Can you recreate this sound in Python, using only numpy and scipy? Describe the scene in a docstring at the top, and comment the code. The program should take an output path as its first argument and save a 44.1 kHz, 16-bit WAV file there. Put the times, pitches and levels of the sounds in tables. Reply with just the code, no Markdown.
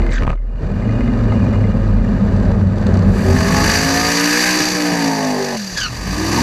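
"""At a drag strip, three burnouts fade one into the next, heard by a small microphone in a hard shell.
First we ride in a car: the body booms, ticks and rattles over a rough exhaust, and a tyre chirps.
Then a car passes at full throttle on hissing tyres, lifts off, and its tyres chirp as they grip.
Last, another car winds up from low speed. Each exhaust is built from "orders": tones at whole
multiples of the rate at which the engine repeats its cycle."""
import sys
import numpy as np
from scipy import signal
from scipy.fft import rfft, irfft, next_fast_len
from scipy.io import wavfile

SR = 44100
rng = np.random.default_rng(int(sys.argv[2]) if len(sys.argv) > 2 else 0)


def dump_mix(stems):
    """Bounce the given channels to the path in sys.argv[1] as a 16-bit WAV at rate SR."""
    frames = np.atleast_2d(stems).T  # one column per channel
    limited = np.clip(frames, -1, 1)  # hard clip at full scale
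    pcm = np.round(limited * 32767).astype(np.int16)
    wavfile.write(sys.argv[1], SR, pcm)


N = 283122

# The passing car's engine. Each row: time in seconds, cycle rate in Hz, base exhaust level in dB.
PASSING_ENGINE = [(3.12, 46.5, -44), (3.3, 48.25, -25), (3.58, 51.94, -20.5), (3.88, 54.22, -23.5),
                  (4.1, 56.6, -21.5), (4.3, 59.36, -25), (4.46, 61.16, -25), (4.72, 61.2, -27),
                  (4.9, 58.97, -24.5), (5.1, 54.76, -25), (5.38, 49.6, -26), (5.52, 47.57, -29.5),
                  (5.63, 39.7, -26), (5.76, 34.72, -27)]
# The last car's engine, with the same columns.
LAST_ENGINE = [(5.72, 15.3, -39), (5.95, 15, -31), (6.23, 20, -22.5), (6.37, 22, -19), (6.42, 22.8, -18)]
# Three noise colours. Each row: frequency in Hz, relative level in dB.
BLAST_COLOUR = [(60, -30), (150, 5.5), (300, 5), (700, 2), (1200, 5.5), (1500, -38)]   # a low rush, for exhaust gas and thuds
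SCRUB_COLOUR = [(1200, -45), (1500, 0), (1900, -2.5), (2800, -7), (3400, -10.5)]   # the lower part of the tyre noise
HISS_COLOUR = [(2800, -6.5), (3600, -4.5), (4700, 5), (6500, 4.5), (8000, -9.5), (9500, -11)]   # the higher part


def from_db(db):
    """Turn decibels into a number to multiply by."""
    return 10 ** (np.asarray(db) / 20)


def rms_one(x):
    """Scale a signal so that its average strength (rms) is 1."""
    return x / np.sqrt(np.mean(x ** 2) + 1e-20)


def in_time(rows, fade_s=0.011):
    """Give a gate that fades to 0 outside a table's times, then a smooth curve for each other column."""
    t = np.arange(N) / SR
    times, *columns = np.transpose(rows)
    gate = np.clip(np.minimum(t - times[0], times[-1] - t) / fade_s + 1, 0, 1)
    return [gate] + [np.interp(t, times, column) for column in columns]


def drift(rate_hz):
    """A random wobble of about 1 either way; a higher rate makes it quicker."""
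    pole = np.exp(-40 * np.pi * rate_hz / SR)
    noise = rng.standard_normal(N // 20 + 2002)   # one value for every 20 samples
    slow = signal.lfilter([1], [1, -2 * pole, pole * pole], noise)[2000:]   # skip while it settles
    return np.interp(np.arange(N) / 20, np.arange(len(slow)), rms_one(slow))


def coloured(x, colour):
    """Make each frequency as strong as a colour table says; the result has strength 1."""
    size = next_fast_len(N)
    hz = np.arange(size // 2 + 1) * SR / size + 1
    table_hz, table_db = np.transpose(colour)
    gain = from_db(np.interp(np.log(hz), np.log(table_hz), table_db))
    return rms_one(irfft(rfft(x, size) * gain, size)[:N])


def peaked(x, peaks):
    """Boost or cut one band of frequencies for each row of a table."""
    for hz, width_hz, db in peaks:
        gain = from_db(db / 2)
        width = np.pi * width_hz / SR
        middle = -2 * np.cos(2 * np.pi * hz / SR)
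        x = signal.lfilter([1 + width * gain, middle, 1 - width * gain],
                           [1 + width / gain, middle, 1 - width / gain], x)
    return x


def phase_of(hz):
    """How far a tone of changing pitch has turned, in radians."""
    return 2 * np.pi * np.cumsum(hz) / SR


def orders(phase, multiples, levels_db, waver_db, waver_hz, slip, spread=0):
    """Add up wavering tones at multiples of a cycle; slip shakes and spread offsets them, in radians."""
    total = np.zeros(N)
    for k, db in zip(multiples, levels_db):
        gain = from_db(db + waver_db * drift(waver_hz))
        total -= gain * np.cos(k * phase + slip * drift(waver_hz) + spread * rng.normal())
    return rms_one(total)


def gusty(phase, beat_db, rough_db, rough_hz):
    """White noise that swells once a cycle and flickers at random."""
    return rng.standard_normal(N) * from_db(beat_db * np.cos(phase) + rough_db * drift(rough_hz))


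def swelling(crests, dip_db):
    """A loudness curve that passes through the crests and sinks halfway between them."""
    t = np.arange(N) / SR
    times, db = np.transpose(crests)
    crest_count = np.interp(t, times, np.arange(len(times)))
    return from_db(np.interp(t, times, db) - dip_db * np.sin(np.pi * crest_count) ** 2)


def spikes(times, levels_db):
    """Silence with a one-sample spike at each time."""
    out = np.full(N, 1e-18)
    out[[round(s * SR) for s in times]] = from_db(levels_db)
    return out


def noise_bursts(hits, decay_s, colour):
    """Turn each spike into a burst of noise that dies away."""
    envelope = signal.lfilter([1], [1, -np.exp(-1 / (decay_s * SR))], hits)
    return envelope * coloured(rng.standard_normal(N), colour)


def body_boom():
    """The car's body booms at a low, unsteady pitch. Gives the sound and its phase."""
    # Each row: time in seconds, pitch in Hz, level in dB.
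    boom = [(0.0, 41.85, -15), (0.15, 39.37, -14), (0.89, 41.38, -25.5), (1.26, 42.9, -16.5),
            (1.38, 44.44, -34), (1.98, 42.54, -12.5), (2.18, 39.03, -27), (2.36, 43, -19.5),
            (2.96, 43.9, -30), (3.28, 42.1, -19), (3.45, 40.5, -38), (3.7, 43, -23)]
    gate, hz, db = in_time(boom)
    phase = phase_of(hz + 0.86 * drift(6.4))
    return gate * from_db(db) * np.sqrt(2) * np.cos(phase), phase


def cabin_noise(boom_phase, engine_phase):
    """Noise comes through the body, shaken by the boom and the engine, while spinning tyres whine."""
    # The roar drops while the throttle is closed. Each row: time in seconds, level in dB.
    roar_levels = [(0.0, -26.5), (0.09, -29), (0.16, -36.5), (0.225, -26.5), (0.26, -35), (0.33, -33),
                   (0.37, -50), (0.55, -41), (0.63, -31.5), (0.97, -27.5), (1.38, -26), (1.98, -28.5),
                   (2.51, -24.5), (2.69, -29.5), (2.87, -23.5), (3.6, -28.5)]
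    # Low, middle and high noise. Each row: frequency in Hz, relative level in dB.
    rumble_colour = [(25, -23), (45, 13.5), (100, 12.5), (190, 5.5), (260, 9.5), (300, -18), (400, -52.5)]
    roar_colour = [(200, -26), (300, -1), (400, 1), (600, 0), (720, -8), (1200, -13), (1500, -41.5)]
    rattle_colour = [(1000, -10.5), (1500, 0.5), (2400, -12.5), (3200, -16), (4600, -16.5), (7600, -23.5),
                     (8500, -34), (11000, -50), (14000, -80)]
    # Thin tyre whines. Each row: pitch in Hz, width in Hz, starting level in dB against the rattle.
    whines = [(2440, 40, -8), (2850, 50, -8)]
    gate, roar_db = in_time(roar_levels, fade_s=0.53)
    rumble_db, rattle_db = roar_db + 8.5, roar_db - 10.5
    shake = from_db(0.49 * drift(26))   # the body shakes roar and rattle together
    rumble = coloured(gusty(boom_phase, beat_db=1.5, rough_db=2.5, rough_hz=30), rumble_colour)
    roar = coloured(gusty(engine_phase, beat_db=2.5, rough_db=1.0, rough_hz=60), roar_colour)
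    rattle = coloured(gusty(engine_phase, beat_db=0.5, rough_db=1.5, rough_hz=90), rattle_colour)
    out = from_db(rumble_db) * rumble + shake * (from_db(roar_db) * roar + from_db(rattle_db) * rattle)
    fade_db = 9.5 * np.maximum(np.arange(N) / SR - 1.35, 0)   # the whines sink from 1.35 s on
    for hz, width_hz, db in whines:
        gain = from_db(rattle_db + db + 2 * drift(4.0) - fade_db)
        # A narrow band of noise around a wandering pitch.
        out += gain * drift(width_hz) * np.cos(phase_of(hz * (1 + 0.011 * drift(2.5))))
    return gate * out


def gliding_notes():
    """Two brief, slightly unsteady tones stand out of the roar."""
    # Each row: peak time in seconds, width in seconds, pitch in Hz, glide in Hz a second, level in dB.
    notes = [(.04, .07, 341, -95, -23.5), (6.39, 0.011, 918, 600, -14.5)]
    out = np.zeros(N)
    for peak_s, width_s, hz, glide, db in notes:
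        age = np.arange(N) / SR - peak_s
        envelope = from_db(db) * np.exp(-(age / width_s) ** 2)
        out += envelope * np.cos(2 * np.pi * (hz + glide * age / 2) * age + 0.33 * drift(30))
    return out


def metal_ticks(ring_hz=2070, ring_s=0.11):
    """A small metal part in the car ticks: each hit snaps, then rings at one thin pitch."""
    # Each row: start in seconds, level of the ring in dB.
    ticks = [(0.0194, -30.5), (0.042, -37), (0.0656, -28), (0.092, -28), (0.375, -44), (0.421, -53),
             (0.8235, -35), (0.8904, -34), (1.0081, -31), (1.077, -30), (1.3204, -29), (1.5354, -31),
             (1.6407, -30.5), (1.985, -35)]
    # The snap. Each row: frequency in Hz, relative level in dB.
    snap_colour = [(400, -10), (1000, -3.5), (2000, 1), (3000, -11.5), (5000, -21), (12000, -50)]
    hits = spikes(*np.transpose(ticks))
    decay = from_db(-60 / (ring_s * SR))   # 60 dB quieter after ring_s
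    step = 2 * np.pi * ring_hz / SR
    ring = signal.lfilter([0, np.sin(step)], [1, -2 * decay * np.cos(step), decay * decay], hits)
    return ring + from_db(2.5) * noise_bursts(hits, decay_s=0.0022, colour=snap_colour)


def tyre_chirps(rise_s=0.04, hop_s=0.029, tail_db_per_s=400):
    """Rubber sticks and slips at a falling, ragged rate and spits noise with each hop."""
    # Each row: start and length in seconds, first pitch in Hz, fall in Hz a second,
    # levels of squeal, overtones and spit in dB, raggedness in radians.
    chirps = [(0.115, .07, 1906, 4480, -29, -36, -38, 2.9),
              (5.773, 0.083, 1707, 3220, -25, -20, -18.5, 0.86)]
    # The overtones: multiples of the pitch, and the relative level of each in dB.
    multiples = (2, 3, 4)
    levels_db = [0, -4, -5]
    out = np.zeros(N)
    for start_s, length_s, slip_hz, fall, squeal_db, overtone_db, spit_db, ragged in chirps:
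        age = np.arange(N) / SR - start_s
        phase = phase_of(np.clip(slip_hz - fall * age, 500, 3000))
        squeal = orders(phase, [1], [0], waver_db=3.2, waver_hz=100, slip=ragged)
        overtones = orders(phase, multiples, levels_db, waver_db=4.5, waver_hz=110, slip=2 * ragged)
        tone = from_db(squeal_db) * squeal + from_db(overtone_db) * overtones
        spit = coloured(gusty(0, 0, rough_db=2.5, rough_hz=120), HISS_COLOUR)
        spit += 0.3 * coloured(rng.standard_normal(N), SCRUB_COLOUR)
        hops = np.maximum(age, 0) / hop_s
        # Each hop dies away by 10 dB and starts 3 dB below the one before.
        bursts = (age >= 0) * from_db(spit_db - 10 * (hops % 1) - 3 * np.floor(hops))
        rise = np.clip(age / rise_s + 0.6, 0, 1)
        tail = from_db(-tail_db_per_s * np.maximum(age - length_s, 0))
        out += tail * (rise * tone + bursts * spit)
    return out


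def knocks(thud_s=0.00097):
    """Loose panels knock and the exhaust pops: each is a bright crack over an inward push of a panel."""
    # Each row: start in seconds, then the relative levels of crack and thud in dB.
    hits = [(0.21, -24, -24), (0.223, -22, -15), (0.2339, -15.5, -21), (0.2503, -28, -14),
            (0.268, -16.5, -14), (0.2773, -19.5, -7), (0.292, -24, -21), (0.2965, -23.5, -16),
            (0.303, -20, -11), (0.317, -24, -15.5), (0.3302, -30, -18), (0.335, -38, -33),
            (0.356, -36, -28), (1.3226, -27, -12)]
    # The crack. Each row: frequency in Hz, relative level in dB.
    tinny = [(700, -8), (1200, 7.5), (2500, 0.5), (4600, -14.5), (9000, -26), (15000, -50)]
    times, crack_db, thud_db = np.transpose(hits)
    crack = noise_bursts(spikes(times, crack_db - 1.5), decay_s=0.002, colour=tinny)
    age = np.arange(round(0.03 * SR)) / (thud_s * SR)   # 1 at the peak of the push
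    push = signal.fftconvolve(spikes(times, thud_db + 2), age * np.exp(1 - age))[:N]
    return crack + push * (0.43 * coloured(rng.standard_normal(N), BLAST_COLOUR) - 1)


def cabin_exhaust():
    """The uneven exhaust heard from inside, led by order 5. Gives the sound and that order's phase."""
    # Engine speed. Each row: time in seconds, pitch of order 5 in Hz.
    speed = [(0.63, 82), (0.91, 113), (1.09, 115), (1.46, 104), (1.98, 100), (2.6, 97), (3.3, 91),
             (4.08, 85)]
    # The swells of order 5. Each row: time in seconds, level in dB.
    crests = [(.6, -26.5), (.9, -15.5), (1.27, -15.5), (1.6, -12.5), (1.88, -16), (2.36, -16.5),
              (2.63, -13), (2.97, -14), (3.3, -15), (3.66, -20.5), (4.0, -30)]
    # The other orders: multiples of the cycle, and the relative level of each in dB.
    multiples = (3, 4, 6, 7, 8, 9, 10, 11, 12, 13)
    levels_db = [-9.5, -14.5, -13, -9.5, -13.5, 2.5, 2.5, 3, -11, -8.5]
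    t = np.arange(N) / SR
    gate, fifth_hz = in_time(speed, fade_s=0.038)
    phase = phase_of(fifth_hz)
    fifth = swelling(crests, dip_db=8) * np.sqrt(2) * np.cos(phase + 0.78 * drift(4.6))
    others = orders(phase / 5, multiples, levels_db, waver_db=3, waver_hz=10.7, slip=0.27, spread=1.45)
    # They build up until 0.88 s and die away from 3 s.
    others_db = -19.5 - 28 * np.maximum(0.88 - t, 0) - 16 * np.maximum(t - 3, 0)
    return gate * (fifth + from_db(others_db) * others), phase


def floor_hum(hz=193.2, start_s=1.9, end_s=3.7, crest_s=2.23, beat_s=0.428):
    """A floor panel hums along in slow beats."""
    t = np.arange(N) / SR
    gate, = in_time([(start_s,), (end_s,)])
    db = -14 - 11.5 * np.abs(np.sin(np.pi * (t - crest_s) / beat_s))
    return gate * from_db(db) * np.sqrt(2) * np.cos(2 * np.pi * hz * t + 1.23 * drift(5.9))


def grit():
    """Grit clicks against the body, each grain a short burst of bright noise."""
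    # Each row: start in seconds, relative level in dB.
    grains = [(2.2175, -40), (2.3632, -33), (2.3991, -31), (2.429, -29), (2.449, -31), (2.5168, -30),
              (2.6715, -31), (2.7588, -34), (2.7817, -24.5), (2.8137, -31), (2.8676, -20.5), (2.9409, -22),
              (2.9713, -21), (2.991, -25), (3.0222, -27), (3.093, -37)]
    # The click. Each row: frequency in Hz, relative level in dB.
    click_colour = [(1000, -10), (2500, -3), (4500, 1), (7500, -5), (11000, -21), (15000, -31)]
    times, db = np.transpose(grains)
    return noise_bursts(spikes(times, db - 6), decay_s=0.0035, colour=click_colour)


def engine_beat():
    """The phase that trackside noise pulses to: the passing car's cycle, then the last car's order 3."""
    _, passing_hz, _ = in_time(PASSING_ENGINE)
    last_gate, last_hz, _ = in_time(LAST_ENGINE)
    return np.where(last_gate > 0.5, phase_of(3 * last_hz), phase_of(passing_hz))


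def spinning_tyres(beat):
    """Tyres scrub and hiss on the track, pulsing with the engine. Gives the sound and the scrub's gain."""
    # Each row: time in seconds, hiss level in dB, scrub level in dB above the hiss.
    levels = [(2.8, -57, 3), (3.0, -58, 7), (3.2, -39, 8.5), (3.33, -29, 2.5), (3.45, -26.5, 2.5),
              (3.69, -18.5, 1), (3.9, -18.5, -3), (4.3, -17, -0.5), (4.52, -17.5, 1), (4.68, -19, -4.5),
              (4.84, -21.5, -1.5), (5.35, -27, -1.5), (5.54, -27, -2.5), (5.7, -26, -11), (5.88, -33, -1),
              (6.08, -28.5, -1), (6.42, -20.5, -0.5)]
    # The airy top of the hiss. Each row: frequency in Hz, relative level in dB.
    air_colour = [(7000, -27), (8500, -15), (11000, 11), (13000, 12), (14500, -14), (15500, -33)]
    # The scrubbing tread rings. Each row: frequency in Hz, width in Hz, boost in dB.
    tread_rings = [(1730, 160, 4.5), (2540, 120, 3.5), (2885, 103, 3), (4670, 200, 4)]
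    gate, hiss_db, scrub_db = in_time(levels, fade_s=0.22)
    scrub_gain = from_db(hiss_db + scrub_db)
    air_db = hiss_db.max() + 1.35 * (hiss_db - hiss_db.max()) - 10.5   # fades faster than the hiss
    shudder = from_db(0.24 * drift(5.7))   # the tyres hop on the tarmac
    bands = (scrub_gain, SCRUB_COLOUR), (from_db(hiss_db), HISS_COLOUR), (from_db(air_db), air_colour)
    out = np.zeros(N)
    for gain, colour in bands:
        noise = coloured(gusty(beat, beat_db=1.5, rough_db=1.8, rough_hz=70), colour)
        out += gain * rms_one(peaked(noise, tread_rings))
    return gate * shudder * out, scrub_gain


def passing_car(blast, scrub_gain, passed_s=4.86, turn_s=0.037, lift_s=5.565):
    """Exhaust pulses ring in tail pipes that turn toward us as the car goes by; then the throttle shuts."""
    # The swells of order 5. Each row: time in seconds, level in dB.
    crests = [(3.1, -24), (3.34, -17), (3.57, -23.5), (3.9, -19.5), (4.27, -18), (4.6, -20), (4.85, -18),
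              (5.06, -17), (5.29, -18.5), (5.6, -24.5), (5.85, -28)]
    # Orders other than 3, 5 and 8: multiples of the cycle, and the relative level of each in dB.
    multiples = (1, 2, 4, 6, 7, 9, 10, 11, 12, 13, 14, 15, 16, 17, 18, 19, 20, 21, 22, 23, 24)
    levels_db = [-4.5, -6, 9, 3, -10, 1, 4, 2.5, -2.5, 9, 1, -5, 4.5, 3.5, -1, -14, -5.5, -1.5, -0.5, -12,
                 -5]
    # How the pipes ring, and how they sound from ahead and from behind.
    # Each row: frequency in Hz, width in Hz, boost or cut in dB.
    pipe_rings = [(379.6, 20, 12), (716, 49, 0.5), (760, 35, -7.5), (880, 94, 2)]
    from_ahead = [(1140, 83, 3.5)]
    from_behind = [(716.3, 610, 6), (1300, 250, -8), (1900, 600, 3.5)]
    t = np.arange(N) / SR
    gate, cycle_hz, exhaust_db = in_time(PASSING_ENGINE)
    cycle = phase_of(cycle_hz)
    third = from_db(-2.5 + 2.5 * drift(4)) * np.cos(3 * cycle)
    fifth = swelling(crests, dip_db=6.5) * np.cos(5 * cycle)
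    eighth = from_db(-7 + 3 * drift(5)) * np.cos(8 * cycle)
    others = orders(cycle, multiples, levels_db, waver_db=3.2, waver_hz=6, slip=0.55, spread=1.1)
    exhaust = from_db(exhaust_db) * peaked(others - np.sqrt(2) * (third + eighth), pipe_rings)
    # Sharp pulses add a snarl of high orders, whose level follows the tyre scrub.
    snarl = rms_one(sum(np.cos(k * cycle + 2 * np.pi * rng.random()) for k in range(25, 44)))
    exhaust += scrub_gain * from_db(-9) * snarl + from_db(exhaust_db - 7) * blast
    behind = 1 / (1 + np.exp((passed_s - t) / turn_s))   # goes from 0 to 1 as the car passes
    exhaust = (1 - behind) * peaked(exhaust, from_ahead) + behind * peaked(exhaust, from_behind)
    throttle = from_db(-15.5 * np.clip((t - lift_s) / 0.0065, 0, 1))   # drops all but order 5
    return gate * (throttle * exhaust - np.sqrt(2) * fifth)


def thumps(width_s=0.031):
    """Low noise swells into dull thumps while the car is alongside."""
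    # Each row: peak time in seconds, relative level in dB.
    swells = [(4.6, -14.5), (4.73, -15.5), (4.93, -14.5), (5.07, -18)]
    # Each row: frequency in Hz, relative level in dB.
    dull = [(50, -41), (90, -9.5), (250, -3), (450, -9), (900, -54)]
    t = np.arange(N) / SR
    envelope = sum(from_db(db - 9) * np.exp(-((t - peak_s) / width_s) ** 2) for peak_s, db in swells)
    return envelope * coloured(rng.standard_normal(N), dull)


def last_car(blast, pipe_hz=315, pipe_width_hz=32):
    """An engine winds up; order 16 swells as it climbs through the pitch at which the pipe rings."""
    # Orders other than 5 and 16: multiples of the cycle, and the relative level of each in dB.
    multiples = (3, 6, 8, 9, 10, 11, 13, 14, 15, 19, 21)
    levels_db = [-1.5, -7, 0.5, -10, -5, -1.5, -5.5, -10, -7, -8, -25]
    gate, cycle_hz, exhaust_db = in_time(LAST_ENGINE)
    cycle = phase_of(cycle_hz)
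    fifth = from_db(-5) * np.cos(5 * cycle)
    pipe_boost_db = 14 * np.exp(-((16 * cycle_hz - pipe_hz) / pipe_width_hz) ** 2)
    sixteenth = from_db(-13.5 + pipe_boost_db) * np.cos(16 * cycle)
    others = orders(cycle, multiples, levels_db, waver_db=5, waver_hz=6.5, slip=0.55, spread=1.6)
    tones = from_db(2) * others - np.sqrt(2) * (fifth + sixteenth)
    return gate * from_db(exhaust_db) * (tones + from_db(-3.5) * blast)


def scene():
    """Add up the sounds in the car and beside the track, in one channel."""
    boom, boom_phase = body_boom()
    exhaust, engine_phase = cabin_exhaust()
    mix = boom + exhaust + floor_hum() + cabin_noise(boom_phase, engine_phase)
    mix += knocks() + metal_ticks() + grit() + gliding_notes()
    beat = engine_beat()
    tyres, scrub_gain = spinning_tyres(beat)
    blast = coloured(gusty(beat, beat_db=2, rough_db=1.5, rough_hz=60), BLAST_COLOUR)   # exhaust gas
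    mix += tyres + passing_car(blast, scrub_gain) + thumps() + last_car(blast) + tyre_chirps()
    return mix[None]


def record(dry, cutoff_hz=15350):
    """The microphone's shell colours the sound, loud peaks are rounded and the top treble is cut."""
    # The shell's peaks and dips. Each row: frequency in Hz, width in Hz, boost or cut in dB.
    shell = [(1248, 46, 9), (1404, 223, -3.5), (1745, 370, 3.5), (2080, 140, -2), (2430, 59, 1),
             (2810, 42, -0.5), (3230, 180, -9), (3660, 580, -1.5), (4616, 310, 3), (5294, 300, -12.5),
             (5610, 210, 2), (6665, 270, -6.5), (6625, 100, 2), (8750, 450, -7), (9700, 274, -8),
             (11480, 580, 0.5), (12830, 5500, -13.5)]
    rounded = 1.4 * np.tanh(peaked(dry, shell) / 1.4)
    return signal.sosfilt(signal.cheby2(12, 60, cutoff_hz, fs=SR, output="sos"), rounded)


dry = scene()
out = record(dry)
dump_mix(out)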